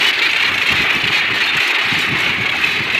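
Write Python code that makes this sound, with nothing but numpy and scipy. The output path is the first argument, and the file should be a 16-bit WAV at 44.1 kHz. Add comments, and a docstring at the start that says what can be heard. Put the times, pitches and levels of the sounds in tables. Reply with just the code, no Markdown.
"""Gannets calling in a large colony, heard from above. Each call is a harsh rattle of short voiced
pulses, about 30 a second: buzz and breath shaped by the throat. Pulses, squawks and shrill cries of
the nearest birds stand out of a crowd of calls and scatter off the rock. Thousands of far birds merge
into a roar, and a treble rasp rides on the voices. Light gusts buffet the microphone."""
import sys
import numpy as np
from scipy import signal
from scipy.fft import rfft, irfft
from scipy.io import wavfile
from scipy.ndimage import uniform_filter1d

SR = 44100
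rng = np.random.default_rng(int(sys.argv[2]) if len(sys.argv) > 2 else 0)


def digitize_waveform(pressure):
    """Quantize a signal to 16-bit integers and store it at the path in sys.argv[1].

    Rows of a 2-D input are taken as channels; values are limited to [-1, 1].
    """
    field = np.atleast_2d(pressure).T
    bounded = np.clip(field, -1, 1)
    quanta = np.round(bounded * 32767).astype(np.int16)
    wavfile.write(sys.argv[1], SR, quanta)


N = 131859

PITCH_JITTER, PITCH_ARCH, PITCH_FALL = .06, .02487, .0259
ATTACK_S, RELEASE_S, THROAT_DELAY_S = .0018, .0047, .003064
RING_WIDTH_HZ, RING_DB = 298, 1
# Throat response: f/Hz, level/dB
THROAT = [(200,-49),(400,-40),(560,-30.5),(950,-14.5),(1550,-12.5),(1950,-2),(2550,-1),(3200,-5.5),(4150,-7.5),(4600,-22),(6500,-28),(10000,-40.5),(12500,-37.5),(15500,-47)]
def gannet_note(length_s, pitch_hz, ring_hz, rough=.17, throat_scale=1, treble_db=0, size=4096):
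    """A buzz that arches and sags in pitch, plus puffs of air, through the throat's resonances."""
    t = np.arange(size) / SR
    wobble = unit(uniform_filter1d(rng.standard_normal(size), size=120))
    along = np.minimum(t / length_s, 1)
    bend = PITCH_ARCH * np.sin(np.pi * along) - PITCH_FALL * (along - .5)
    cycles = np.cumsum(pitch_hz * (1 + PITCH_JITTER * rough * wobble + bend)) / SR
    buzz = np.sinc((cycles % 1 - .5) * SR / pitch_hz)
    puffs = rng.standard_normal(size) * np.sin(np.pi * cycles) ** 2
    drive = (1 - rough) * unit(buzz - buzz.mean()) + rough * unit(puffs)
    hz = np.fft.rfftfreq(size, 1 / SR)
    ring = 1 + amp(RING_DB) / (1 + 2j * (hz - ring_hz) / RING_WIDTH_HZ)
    throat = amp(spectrum_db(THROAT, hz / throat_scale) + treble_db * treble_share(hz)) * ring
    delay_s = THROAT_DELAY_S * abs(throat) / abs(throat).max()  # strong bands linger
    lag = np.exp(-2j * np.pi * np.cumsum(delay_s) * hz[1])
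    gate = np.clip(t / ATTACK_S, 0, 1) * np.clip((length_s - t) / RELEASE_S + .5, 0, 1)
    voice = irfft(rfft(drive) * throat * lag, size) * gate
    return unit(voice) * np.sqrt(np.mean(gate ** 2))


NEAR_DB = -1
# Rattle pulses: t/s, length/s, level/dB re NEAR_DB, pitch/Hz, resonance/Hz
NEAR_PULSES = [(.008,0.017,-12.5,477,2820),(0.043,0.015,-12,472,2970),(0.19,0.011,-16,530,3700),(0.217,0.01,-13,531,2130),(0.257,0.016,-13,480,2400),(0.29,0.016,-14,436,2630),(0.331,0.0073,-11.5,451,2680),(0.360,0.014,-11.5,442,2530),(0.398,0.017,-13.5,449.5,2690),(0.423,0.017,-14,465,2280),(0.443,0.023,-16,455,2180),(0.474,0.019,-14.5,469.6,1910),(0.539,0.011,-15.5,503,2000),(0.577,0.01,-12.5,440,2700),(0.614,0.014,-12.5,485,2470),(0.66,0.013,-17.5,449,2750),(.686,0.015,-13.5,439.4,2620),(0.721,0.012,-12.5,462,2700),(0.902,0.014,-15,478,2350),(0.957,0.014,-16.5,506.5,2480),(1.039,0.0081,-12,562,2720),(1.07,0.017,-15.5,466,2920),(1.13,0.02,-18,516,2500),(1.403,0.019,-14,470,1840),(1.544,.008,-17,511,2500),(1.571,0.01,-16,517,2650),(1.602,0.011,-12.5,489,2350),(1.629,0.029,-21,505,2050),(1.697,0.02,-20,481,2480),(1.746,0.0084,-14,453,2160),(2.259,0.011,-16,499,2560),(2.291,0.016,-16.5,474,2870),(2.456,0.013,-16,523,2130),(2.49,0.009,-15,548,3130),(2.555,0.0093,-24,504,2560),(2.638,0.011,-15.5,512,2600),(2.900,0.0058,-12.5,500,2470),(2.976,0.011,-15,536,2670)]
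def near_rattles():
    """Loud voiced pulses from the closest nests."""
    out = np.zeros(N)
    for start_s, length_s, db, pitch_hz, ring_hz in NEAR_PULSES:
        add(out, start_s, amp(db + NEAR_DB) * gannet_note(length_s, pitch_hz, ring_hz))
    return out


# Squawks: t/s, length/s, level/dB, pitch/Hz, resonance/Hz, treble boost/dB
SQUAWKS = [(0.067,0.03,-19.5,419,3000,13),(0.221,0.037,-15,453.5,2320,1),(.752,0.084,-20,412,2470,4.5),(1.124,.08,-18,404.7,2470,5.5),(2.66,0.12,-26,482,2410,10.5)]
def near_squawks():
    """Drawn-out, brighter notes from the closest nests."""
    out = np.zeros(N)
    for start_s, length_s, db, pitch_hz, ring_hz, treble_db in SQUAWKS:
        note = gannet_note(length_s, pitch_hz, ring_hz,
                           rough=.19, throat_scale=.99, treble_db=treble_db, size=8192)
        add(out, start_s, amp(db) * note)
    return out


CRY_DB, CRY_PITCH_HZ, CRY_WIDTH_HZ, CRY_JITTER = 5, 510, 230, .01
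# Cries: peak t/s, half-width/s, overtone f/Hz, level/dB re CRY_DB
CRIES = [(0.088,0.029,2970,-20.5),(.452,0.0154,4190,-27),(0.457,0.035,2260,-25),(0.696,0.01,2660,-23),(1.165,0.042,4420,-36.5),(1.443,0.012,4280,-26),(1.457,0.015,2850,-26),(1.494,0.03,3610,-26),(1.756,0.026,3690,-28.5),(1.918,0.012,3750,-30),(2.027,0.023,3780,-29.5),(2.57,0.048,2564,-28),(2.643,0.0065,2560,-13.5),(2.942,0.014,3920,-30.5),(2.951,0.0061,2590,-14),(2.982,.01,2620,-19.5)]
def shrill_cries():
    """Clear notes whose narrow resonance picks out one overtone, with faint neighbours."""
    out = np.zeros(N)
    t = np.arange(-2048, 2048) / SR
    for peak_s, half_s, hz, db in CRIES:
        wobble = unit(uniform_filter1d(rng.standard_normal(len(t)), size=200))
        overtone = round(hz / CRY_PITCH_HZ)
        pitch_hz = hz / overtone * (1 + CRY_JITTER * wobble - PITCH_FALL * np.tanh(t / half_s))
        cycles = np.cumsum(pitch_hz) / SR
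        note = np.zeros(len(t))
        for k in range(-2, 3):
            gain = 1 / (1 + (k * CRY_PITCH_HZ / CRY_WIDTH_HZ) ** 2)
            note += gain * np.sin(2 * np.pi * ((overtone + k) * cycles + rng.random()))
        add(out, peak_s + t[0], amp(db + CRY_DB) * unit(note) * np.exp(-2 * (t / half_s) ** 2))
    return out


CALLS_PER_S, CALL_S, RATTLE_HZ, PULSE_DUTY = 22, .3, 29.92, .609
CROWD_PITCH_HZ, CROWD_RING_HZ, CROWD_DB, CROWD_SPREAD_DB = 451.7, 2300, -20, 4
def crowd():
    """Overlapping rattles that swell and fade, each with its own pitch, pace, throat and distance."""
    out = np.zeros(N)
    for k in range(int((N / SR + CALL_S) * CALLS_PER_S)):
        when, span, pace, pitch, build, ring, nearness = rng.uniform(-1, 1, 7) * np.sqrt(3)
        start_s = (k + when / 2) / CALLS_PER_S - CALL_S
        rate_hz = RATTLE_HZ * np.exp(.15 * pace)
        ring_hz = CROWD_RING_HZ * np.exp(.1724 * ring)
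        pulses = max(int(CALL_S * np.exp(.25 * span) * rate_hz), 2)
        for i in range(pulses):
            arch = np.sin(np.pi * (i + .5) / pulses)
            pitch_hz = CROWD_PITCH_HZ * np.exp(.15 * pitch + PITCH_ARCH * arch)
            note = gannet_note(PULSE_DUTY / rate_hz, pitch_hz, ring_hz, throat_scale=np.exp(.074 * build))
            onset_s = start_s + (i + .07 * rng.standard_normal()) / rate_hz
            add(out, onset_s, amp(CROWD_SPREAD_DB * nearness) * np.sqrt(arch) * note)
    slow_rms = np.sqrt(uniform_filter1d(out ** 2, size=4400) + 1e-20)
    return amp(CROWD_DB) * unit(out / slow_rms)  # evens out swells, keeps the rattle


ECHO_DB, ECHO_T60_S, ECHO_GAP_S = -15, .1, .004
def rock_echo(birds):
    """Short scatter off the rocky ground."""
    t = np.arange(SR // 2) / SR
    tail = rng.standard_normal(len(t)) * np.exp(-np.log(1000) * t / ECHO_T60_S) * (t > ECHO_GAP_S)
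    return amp(ECHO_DB) * signal.fftconvolve(birds, tail / np.linalg.norm(tail))[:N]


ROAR_DB, FAR_DB = -19.5, -27
FAR_VOICES, FAR_PITCH_HZ, FAR_GLIDE, FAR_SWELL_DB = 10, 410.3, .045, 8.5
# Far birds' spectrum: f/Hz, level/dB
ROAR_SPECTRUM = [(30,-39),(190,-48),(240,-11),(320,-8),(410,-6.5),(510,-13),(700,-9),(950,-7),(1250,-5),(1650,-2),(2000,0.5),(2550,1.5),(3200,-8),(4000,-13.5),(4900,-26.5),(7000,-56),(10000,-63),(12500,-65),(15500,-54)]
def far_birds():
    """Distant rattles blur into a roar and into gliding notes that come and go."""
    roar = noise(ROAR_SPECTRUM, patch_db=3, flicker_db=-.5)
    voices = np.zeros(N)
    for _ in range(FAR_VOICES):
        hz = FAR_PITCH_HZ * np.exp(FAR_GLIDE * (drift(2200) + rng.standard_normal()))
        buzz = np.sinc((np.cumsum(hz) / SR % 1 - .5) * SR / hz)
        voices += buzz * amp(FAR_SWELL_DB * np.tanh(drift(3000)))
    return amp(ROAR_DB) * roar + amp(FAR_DB) * colour(voices - voices.mean(), ROAR_SPECTRUM)


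RASP_DB, RASP_FOLLOW = -.5, .46
SQUEAKS_PER_S, SQUEAK_HALF_S, SQUEAK_SPREAD_DB, SQUEAK_DB = 900, .0039, 2, -4
# Rasp spectrum: f/Hz, level/dB
RASP_SPECTRUM = [(2500,-36),(4200,-2),(5200,3.5),(6500,1.5),(8000,-4.5),(10000,-10),(12700,-4.5),(15500,-30)]
# Rasp envelope: t/s, level/dB
RASP_ENVELOPE = [(0,-34.5),(.085,-37),(.15,-40),(.55,-40),(.7,-37.5),(.98,-40.5),(1.19,-39.5),(1.23,-48),(1.3,-45),(1.36,-35.5),(1.55,-43),(1.6,-36.5),(1.67,-33.5),(1.76,-41.5),(2.02,-34),(2.11,-43),(2.21,-35),(2.37,-43.5),(2.69,-38),(2.8,-43),(2.99,-40.5)]
def rasp(birds):
    """The top of the voices: patchy hiss and tiny squeaks that follow the birds' loudness."""
    squeaks = np.zeros(N)
    t = np.arange(-512, 512) / SR
    low_hz, high_hz = RASP_SPECTRUM[1][0], RASP_SPECTRUM[-1][0]
    for when, height, length, strength in rng.random((int(SQUEAKS_PER_S * N / SR), 4)):
        hz = low_hz + height * (high_hz - low_hz)
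        gain = amp(SQUEAK_SPREAD_DB * min(-np.log(1 - strength), 4))
        window = np.exp(-(t / (SQUEAK_HALF_S * (length + .5))) ** 2)
        add(squeaks, when * N / SR + t[0], gain * np.cos(2 * np.pi * hz * t) * window)
    hiss = noise(RASP_SPECTRUM, patch_db=3.5, flicker_db=5)
    texture = unit(hiss + amp(SQUEAK_DB) * colour(squeaks, RASP_SPECTRUM))
    loudness = unit(np.sqrt(uniform_filter1d(birds ** 2, size=260) + 1e-12))
    return amp(RASP_DB) * envelope(RASP_ENVELOPE) * loudness ** RASP_FOLLOW * texture


TREBLE_FOLLOW = .38
# Swell of crowd and far birds: t/s, level/dB
COLONY_SWELL = [(0,0.5),(.31,-2.5),(.48,0),(.59,-3.5),(.66,0),(.92,0),(1,-2),(1.19,0),(1.26,-0.5),(1.66,0),(1.8,0),(2.02,0),(2.11,-2),(2.22,0),(2.38,-2.5),(2.74,-1),(2.88,-3),(2.99,-1.5)]
def colony_swell(voices):
    """Massed voices swell together; their treble brightens and dulls with the rasp."""
    treble = irfft(rfft(voices) * treble_share(np.fft.rfftfreq(N, 1 / SR)), N)
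    brightness = unit(envelope(RASP_ENVELOPE) ** TREBLE_FOLLOW)
    return envelope(COLONY_SWELL) * (voices - treble + treble * brightness)


GUST_DB = 2.5
# Gusts: peak t/s, half-width/s, level/dB re GUST_DB
GUSTS = [(0.518,0.039,-34),(0.726,0.018,-25),(0.809,0.026,-28.5),(0.967,0.011,-25.5),(1.046,0.013,-26),(1.1,0.013,-29),(1.332,0.037,-35.5),(1.563,0.022,-34.5),(1.926,0.013,-28),(1.978,0.012,-29),(2.122,0.025,-24.5),(2.3,0.017,-30),(2.406,0.017,-28),(2.808,0.012,-29)]
# Breeze between gusts: t/s, level/dB
BREEZE = [(0,-38),(.14,-47),(.3,-44),(.6,-41.5),(1.1,-37),(1.45,-41.5),(1.6,-42),(1.66,-56),(1.79,-55),(1.86,-35.5),(2.25,-35),(2.99,-35)]
# Buffeting spectrum: f/Hz, level/dB
WIND_SPECTRUM = [(20,-33),(42,-25),(70,-5.5),(120,-0.5),(220,-3),(330,-5),(500,-21),(1000,-38),(4000,-70)]
def wind():
    """Low buffeting on the microphone: gusts over a faint breeze."""
    t = np.arange(N) / SR
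    gust_power = sum(amp(db + GUST_DB) ** 2 * np.exp(-((t - peak_s) / half_s) ** 2)
                     for peak_s, half_s, db in GUSTS)
    return np.sqrt(gust_power + envelope(BREEZE) ** 2) * noise(WIND_SPECTRUM)


def amp(db):
    return 10 ** (np.asarray(db) / 20)


def unit(x):
    return x / np.sqrt(np.mean(x ** 2) + 1e-20)


def spectrum_db(spectrum, hz):
    f, db = np.transpose(spectrum)
    return np.interp(np.log(hz + 1), np.log(f), db)


def treble_share(hz, split_hz=3370, width_hz=540):
    return .5 + .5 * np.tanh((hz - split_hz) / width_hz)


def envelope(points):
    """Gain per sample from a dB curve."""
    return amp(np.interp(np.arange(N) / SR, *np.transpose(points)))


def add(mix, start_s, sound):
    """Mixes a sound in, dropping what falls outside."""
    at = round(start_s * SR)
    sound = sound[max(-at, 0):]
    part = mix[max(at, 0):][:len(sound)]
    part += sound[:len(part)]


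def drift(step_samples):
    """Slow random wander, unit RMS."""
    knots = np.arange(0, N + step_samples, step_samples)
    return unit(np.interp(np.arange(N), knots, rng.standard_normal(len(knots))))


def colour(x, spectrum):
    """Filters by a spectrum, unit RMS."""
    return unit(irfft(rfft(x) * amp(spectrum_db(spectrum, np.fft.rfftfreq(N, 1 / SR))), N))


def noise(spectrum, patch_db=0, flicker_db=0):
    """Coloured noise with small random patches and a flicker shared by all bands."""
    _, _, cells = signal.stft(rng.standard_normal(N), SR, nperseg=512, noverlap=384)
    patches = uniform_filter1d(rng.standard_normal(cells.shape), size=5, axis=1)
    patches = unit(uniform_filter1d(patches, size=4, axis=0))
    flicker = unit(uniform_filter1d(rng.standard_normal(cells.shape[1]), size=3))
    cells *= amp(patch_db * patches + flicker_db * flicker)
    return colour(signal.istft(cells, nperseg=512, noverlap=384)[1][:N], spectrum)


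def scene():
    """Near birds and crowd with their echo, far roar, rasp and wind; mono."""
    birds = near_rattles() + near_squawks() + shrill_cries() + colony_swell(crowd())
    roar = colony_swell(far_birds())
    return (birds + rock_echo(birds) + roar + rasp(birds) + wind())[None]


BAND_LIMIT_HZ = 15650
def record(dry):
    """The recorder's band limit."""
    lowpass = signal.firwin(511, BAND_LIMIT_HZ, window=("kaiser", 9), fs=SR)
    return signal.oaconvolve(dry, lowpass[None], "same")


dry = scene()
out = record(dry)
digitize_waveform(out)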